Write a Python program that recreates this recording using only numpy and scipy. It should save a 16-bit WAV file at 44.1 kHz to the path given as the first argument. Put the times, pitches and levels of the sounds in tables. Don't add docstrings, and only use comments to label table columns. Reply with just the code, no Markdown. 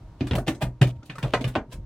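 import sys
import numpy as np
from scipy import signal
from scipy.fft import rfft, irfft
from scipy.io import wavfile
from scipy.ndimage import uniform_filter1d, map_coordinates

SR = 44100
rng = np.random.default_rng(int(sys.argv[2]) if len(sys.argv) > 2 else 0)


def waveform_to_disk(signal):
    frames = np.transpose(np.atleast_2d(signal))
    scaled = np.clip(frames, -1, 1) * 32767
    samples = np.round(scaled).astype(np.int16)
    wavfile.write(sys.argv[1], SR, samples)


N = 81585

# pitch_hz, level_db (relative)
SEA_COLOUR = [(20, -7), (40, 7), (70, 1.5), (130, -1.5), (200, -9.5), (400, -18), (1000, -21),
              (2000, -34.5), (4000, -38.5), (9000, -49), (15000, -58.5)]
SEA_DB, SEA_SWELL_DB = -52, 2
# pitch_hz, level_db
HUM = [(220, -70.5), (312, -64), (624, -73.5), (937, -67)]
HUM_WAVER, HUM_FLUTTER_DB = 0.007, 2

# start_s, length_s, level_db
SLITHERS = [(0.177, 0.16, -56), (0.32, 0.065, -52), (0.463, 0.034, -37), (0.485, 0.05, -58),
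            (0.861, 0.06, -48), (0.95, 0.024, -66), (1.06, 0.135, -60), (1.19, 0.24, -51),
            (1.374, 0.24, -56)]
# pitch_hz, level_db (relative)
SLITHER_COLOUR = [(200, 0), (700, 11.5), (1400, -5.5), (3000, 3.5), (5000, -10), (8000, -15),
                  (15000, -23.5)]
DROPS_PER_S, DROP_SPREAD_DB = 2200, 3
# start_s, length_s, starting_pitch_hz, rise_octaves, level_db
SQUEAKS = [(0.35, 0.017, 533, 0.07, -27.5), (.379, 0.0262, 527, 0.56, -23.5),
           (.382, 0.0086, 1235, 0, -31.5), (.871, 0.0094, 2330, 0.175, -40), (1.024, 0.018, 1340, 0, -50),
           (1.155, 0.017, 1200, .18, -38.5), (1.182, 0.007, 1095, 0, -31)]
SQUEAK_WAVER = 0.04

# start_s, level_db, place (0 to 2 along the deck)
WHACKS = [(0.4791, -28.5, 0.062), (.618, -30, 0), (0.8152, -26.5, 0), (1.336, -26.5, 1),
          (1.5538, -27, 1.87)]
# pitch_hz, level_db at place 0, at place 1, at place 2
BOARDS = [(280, -0.5, 5, 4.5), (314.5, -2, -14, 8.5), (369.8, 2, -12.5, 1), (497, -1, -3.5, -20),
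          (582.5, -5, 7, 1), (646.5, -7.5, 0, 0.5), (732, -22, 0.5, 2), (771.5, -2.5, 0.5, 2),
          (948, -5.5, -26, 3.5), (1039, -13.5, 2.5, 0), (1114, -15, -17, -2), (1265, -25, 2, -33),
          (1510, -19, -4, 1), (1802, -10, -6.5, -7)]
BOARD_T60_S = 0.12

# start_s, thump_db, pitch_hz, contact_s, deck_ring_db, hull_boom_db
THUMPS = [(.002, -40, 71, 0.014, -47, -53.5), (0.2094, -18.5, 114.3, 0.014, -27.5, -35),
          (0.3129, -14.5, 83, 0.013, -33, -30), (0.3322, -21, 120, 0.016, -24, -30.5),
          (.350, -17.5, 142, 0.01, -41, -37), (0.373, -22.5, 120, .028, -50, -30),
          (0.411, -32.5, 225, 0.01, -54, -50), (0.477, -20.5, 153, 0.01, -33, -40),
          (0.626, -19, 124, 0.013, -24, -29), (0.813, -7.5, 126.4, 0.019, -15.5, -31),
          (0.962, -36, 74.4, 0.034, -51.5, -47), (1.095, -31.5, 131, 0.0075, -39, -60),
          (1.181, -34, 130, 0.011, -39.5, -57), (1.2315, -19.5, 132.4, .028, -31.5, -33),
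          (1.35, -41, 120, 0.016, -27.5, -38.5), (1.4442, -19, 123, 0.03, -27, -35),
          (1.566, -27, 104, 0.018, -69, -39), (1.678, -44, 128, 0.018, -43, -64),
          (1.737, -39, 123, 0.017, -38.5, -33), (1.787, -28.5, 104, 0.013, -40.5, -42)]
THUMP_ATTACK_S, THUMP_RELEASE_S, RING_ATTACK_S = 0.0045, 0.0021, 0.023
# pitch_hz, level_db (relative), t60_s (time to fade by 60 dB)
DECK = [(123, 9, 0.28), (139.4, 6, 0.15), (186.8, 0, 0.19), (274.7, -7, 0.22), (369.4, -5, 0.17),
        (527.3, -7, 0.13)]
# pitch_hz, level_db (relative), t60_s
HULL = [(42.6, 9.5, 0.26), (61.8, 7.3, 0.27)]

# start_s, pitch_hz, length_cycles, level_db
POPS = [(0.3119, 3690, 2.8, -24.5), (0.3343, 2770, 2.8, -27.5), (0.481, 3005, 4.5, -21),
        (.817, 2870, 3.4, -19.5), (0.8201, 1590, 3.1, -22.5), (0.8281, 2720, 3.1, -20.5),
        (1.339, 1470, 1.4, -16)]
POP_ROUGH = 0.07

SLAP_BANDS_HZ = (300, 670, 1400, 2900, 6100, 12000)
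# start_s, swell_s (as the flank lays down), then level_db in each of the six bands
SLAPS = [(0.208, .0003, -25, -36.5, -46.5, -40, -50.5, -80),
         (0.2712, 0.00076, -55, -47, -44, -47, -48.5, -54.5),
         (0.311, 0.00035, -28, -38.5, -38.5, -33.5, -50, -62),
         (0.334, 0.00078, -33, -32, -38.5, -40, -54, -58),
         (0.3537, 0.00086, -35, -31, -45, -38, -41.5, -41.5),
         (0.384, 0.0024, -39, -35.5, -44.5, -50, -48, -49),
         (0.4796, .001, -29.5, -35, -35, -35.5, -34.5, -43.5),
         (0.486, 0.0008, -38.5, -37.5, -40.5, -31.5, -55, -44),
         (0.551, .003, -45, -50.5, -63, -58, -52.5, -65.5), (0.6185, 0.004, -41, -30, -40.5, -39, -48, -43),
         (0.6222, 0.0012, -37, -35, -41, -33, -43, -44.5),
         (0.8151, 0.00023, -30, -35, -33, -33.5, -37.5, -43.5),
         (0.821, 0.0006, -23, -31.5, -43, -35, -49, -49.5),
         (0.8288, 0.00028, -33.5, -41.5, -43.5, -29, -43.5, -57),
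         (0.872, 0.0023, -49, -56, -58, -53, -51.5, -54), (1.031, 0.0014, -59, -56, -64, -66, -63.5, -83),
         (1.06, 0.0051, -74, -74, -80, -61, -59, -60.5),
         (1.099, 0.0014, -51.5, -49.5, -43, -39.5, -56, -70),
         (1.156, .002, -57, -51, -52, -60.5, -55.5, -65),
         (1.1837, 0.00073, -55, -46.5, -40, -51.5, -50.5, -54),
         (1.229, .001, -48, -34.5, -45, -35, -48, -53.5), (1.243, 0.0021, -30.5, -37, -39, -57, -57, -70),
         (1.337, 0.00017, -30, -23, -26, -28, -36.5, -54.5),
         (1.411, 0.0028, -33.5, -41, -54.5, -44.5, -48, -58),
         (1.443, 0.00064, -33, -39, -40.5, -36, -48, -54.5),
         (1.479, 0.0046, -42, -46.5, -45, -48, -50, -47),
         (1.5536, 0.00012, -31, -27, -29, -33.5, -48.5, -65),
         (1.728, 0.0077, -47.5, -48.5, -53, -49, -49, -52.5)]
# pitch_hz, level_db
SLAP_COLOUR = [(60, -12), (160, -3.5), (280, 1), (440, -3), (620, -1.5), (1000, -3), (2000, 0), (3200, 0),
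               (4600, -3.5), (6200, -7), (8000, -3.5), (11000, -6), (15000, -9)]
SNAP_DB, SPLAT_DB, SPLAT_GRAIN_DB = -3.5, -4, 3
SPLAT_S, SNAP_SOFTENS_S = 0.0038, 0.0031
# pitch_hz, level_db (relative), t60_s
FITTINGS = [(1610, 0.5, 0.08), (2470, -0.5, 0.089), (2890, -4.5, 0.06), (3580, 2, 0.1), (4200, -3.5, 0.092),
            (5080, -1.5, 0.091), (6200, 2.5, 0.19), (7810, 9, 0.092), (9430, 10, 0.11)]
FITTINGS_DB, FITTINGS_SHIFT = -34.5, 0.012
# pitch_hz, t60_s
COCKPIT_T60 = [(250, 0.28), (700, 0.21), (1500, 0.16), (3000, 0.095), (7000, 0.14), (14000, 0.12)]
COCKPIT_DB, COCKPIT_TREBLE_DB, COCKPIT_RISE_S = -0.5, 3, 0.0022
ECHO_DB, ECHO_NEAR_S, ECHO_FAR_S = -6, 0.001, 0.005

# time_s, lag_microseconds
BEARING = [(.3, 8), (.5, 36), (1.1, 36), (1.3, 2), (1.75, 10)]
WIDTH_HZ, WIDTH, BASS_WIDTH = 3640, 0.98, 0.046
TOP_HZ = 16000


def undb(db):
    return 10 ** (np.asarray(db) / 20)


def unit(x):
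    return x / np.sqrt(np.mean(x ** 2))


def curve(points, hz):
    p = np.array(points, float)
    return np.interp(np.log(np.maximum(hz, 1)), np.log(p[:, 0]), p[:, 1])


def colour(x, gain_db):
    n = x.shape[-1]
    hz = np.arange(n + 1) * SR / (2 * n)
    cepstrum = irfft(np.log(undb(gain_db(hz))))
    cepstrum[1:n] *= 2
    cepstrum[n + 1:] = 0
    return irfft(rfft(x, 2 * n) * np.exp(rfft(cepstrum)))[..., :n]


def spread(mid, side):
    highpass = signal.butter(1, WIDTH_HZ, "high", fs=SR, output="sos")
    side = BASS_WIDTH * side + WIDTH * signal.sosfilt(highpass, side)
    return np.array([mid + side, mid - side])


def add(out, start, x):
    i = max(int(start * SR), 0)
    out[..., i:i + x.shape[-1]] += x[..., :max(N - i, 0)]


def walk(rate):
    k = int(SR / rate)
    steps = np.repeat(rng.standard_normal(N // k + 1), k)
    return unit(uniform_filter1d(uniform_filter1d(steps, k), k)[:N])


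def fade(t, t60):
    return np.exp(-np.log(1000) * t / t60)


def ring(modes, t):
    return sum(undb(db) * np.sin(2 * np.pi * hz * t) * fade(t, t60) for hz, db, t60 in modes)


def background():
    noise = spread(*rng.standard_normal((2, N)))
    sea = unit(colour(noise, lambda hz: curve(SEA_COLOUR, hz)))
    clock = np.cumsum(1 + HUM_WAVER * walk(11)) / SR
    hum = np.zeros(N)
    for hz, db in HUM:
        loudness = np.sqrt(2) * undb(db + HUM_FLUTTER_DB * walk(25.2))
        hum += loudness * np.sin(2 * np.pi * hz * clock)
    return sea * undb(SEA_DB + SEA_SWELL_DB * walk(3.56)) + hum


def slithers():
    level = np.zeros(N)
    for start, length, db in SLITHERS:
        add(level, start, undb(db) * signal.windows.tukey(int(length * SR), 0.5))
    happens = rng.random((2, N)) < DROPS_PER_S / SR
    drops = happens * rng.standard_normal((2, N))
    drops = drops * undb(DROP_SPREAD_DB * np.clip(rng.standard_normal((2, N)), -2, 2))
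    return level * unit(colour(spread(*drops), lambda hz: curve(SLITHER_COLOUR, hz)))


def squeaks():
    out, t = np.zeros(N), np.arange(SR // 10) / SR
    for start, length, hz, rise, db in SQUEAKS:
        glide = 2 ** (rise * np.minimum(t / length, 1))
        pitch = hz * glide * (1 + SQUEAK_WAVER * walk(580)[:len(t)])
        u = 4 * t / length
        swell = u * np.exp(1 - u)
        add(out, start, undb(db) * swell * np.sin(2 * np.pi * np.cumsum(pitch) / SR))
    return out


def whacks():
    out, t = np.zeros(N), np.arange(SR // 2) / SR
    for start, db, place in WHACKS:
        modes = [(hz, np.interp(place, np.arange(len(dbs)), dbs), BOARD_T60_S) for hz, *dbs in BOARDS]
        add(out, start, undb(db) * (ring(modes[1::2], t) - ring(modes[::2], t)))
    return out


def thumps():
    out, t = np.zeros(N), np.arange(SR) / SR
    build_up = 1 - np.exp(-t / RING_ATTACK_S)
    deck, hull = ring(DECK, t) * build_up, ring(HULL, t) * build_up
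    for start, db, hz, contact, deck_db, hull_db in THUMPS:
        attack = np.sin(np.pi / 2 * np.minimum(t / THUMP_ATTACK_S, 1))
        release = np.cosh(np.minimum(np.maximum(t - contact, 0) / THUMP_RELEASE_S, 20))
        push = attack / release * np.sin(2 * np.pi * hz * t)
        swing = np.gradient(push, t) / (2 * np.pi * hz)
        add(out, start, -undb(db) * swing + undb(deck_db) * deck - undb(hull_db) * hull)
    return out


def pops():
    out, t = np.zeros(N), np.arange(SR // 20) / SR
    for start, hz, length, db in POPS:
        ragged = unit(uniform_filter1d(rng.standard_normal(len(t)), size=12))
        cycles = np.cumsum(hz * (1 + POP_ROUGH * ragged)) / SR
        u = cycles / length
        burst = np.sqrt(2 * np.abs(u)) * np.exp(0.5 - u)
        add(out, start, undb(db) * burst * np.sin(2 * np.pi * cycles))
    return out


def cockpit(t):
    noise = rfft(spread(*rng.standard_normal((2, len(t)))))
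    hz = np.arange(noise.shape[1]) * SR / len(t)
    treble = undb(COCKPIT_TREBLE_DB * np.minimum(hz / (SR / 5), 1))
    out = 0
    for k, (_, t60) in enumerate(COCKPIT_T60):
        share = curve([(f, j == k) for j, (f, _) in enumerate(COCKPIT_T60)], hz)
        out = out + irfft(noise * share * treble, len(t)) * fade(t, t60)
    return out * (1 - np.exp(-t / COCKPIT_RISE_S)) / np.sqrt(SR / 100)


def fittings(t):
    shift = 1 + FITTINGS_SHIFT * rng.standard_normal()
    modes = [(hz * shift, db + FITTINGS_DB, t60) for hz, db, t60 in FITTINGS]
    return ring(modes, t) / np.sqrt(len(FITTINGS))


def echoes(x, count):
    out = x.copy()
    for lag in rng.uniform(ECHO_NEAR_S, ECHO_FAR_S, count):
        out += undb(ECHO_DB) * np.pad(x, ((0, 0), (int(lag * SR), 0)))[:, :x.shape[1]]
    return out / np.sqrt(1 + count * undb(ECHO_DB) ** 2)


def slaps():
    out, t = np.zeros((2, N)), np.arange(SR // 2) / SR
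    lead = SR // 25
    since = t - lead / SR
    for start, swell, *levels in SLAPS:
        grain = unit(undb(SPLAT_GRAIN_DB * walk(1500)[:len(t)]))
        contact = np.exp(-np.maximum(since / SPLAT_S, -since / swell)) * grain
        splat = spread(*rng.standard_normal((2, len(t)))) * contact / np.sqrt(SPLAT_S * SR / 2)
        shaken = fittings(t)
        tail = undb(COCKPIT_DB) * cockpit(t) + shaken
        tail = np.pad(tail, ((0, 0), (lead, 0)))[:, :len(t)]
        blow = echoes(undb(SPLAT_DB) * splat + tail, count=3)
        blow[:, lead] -= undb(SNAP_DB) * np.exp(-swell / SNAP_SOFTENS_S)
        bands = [(hz, db + 10 * np.log10(SR * SR / 100 / hz)) for hz, db in zip(SLAP_BANDS_HZ, levels)]
        smack = colour(blow, lambda hz: curve(bands, hz) + curve(SLAP_COLOUR, hz))
        add(out, start - lead / SR, smack)
    return out


def scene():
    left, right = slaps() + pops() + thumps() + whacks() + slithers() + squeaks()
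    n = np.arange(N)
    lag = np.interp(n / SR, *np.array(BEARING).T) * SR / 1e6
    right = map_coordinates(right, [n - lag], order=3, mode="nearest")
    return np.array([left, right]) + background()


def record(dry):
    dry = signal.sosfilt(signal.butter(2, 25, "high", fs=SR, output="sos"), dry)
    return signal.sosfilt(signal.ellip(8, 0.2, 70, TOP_HZ, fs=SR, output="sos"), dry)


dry = scene()
out = record(dry)
waveform_to_disk(out)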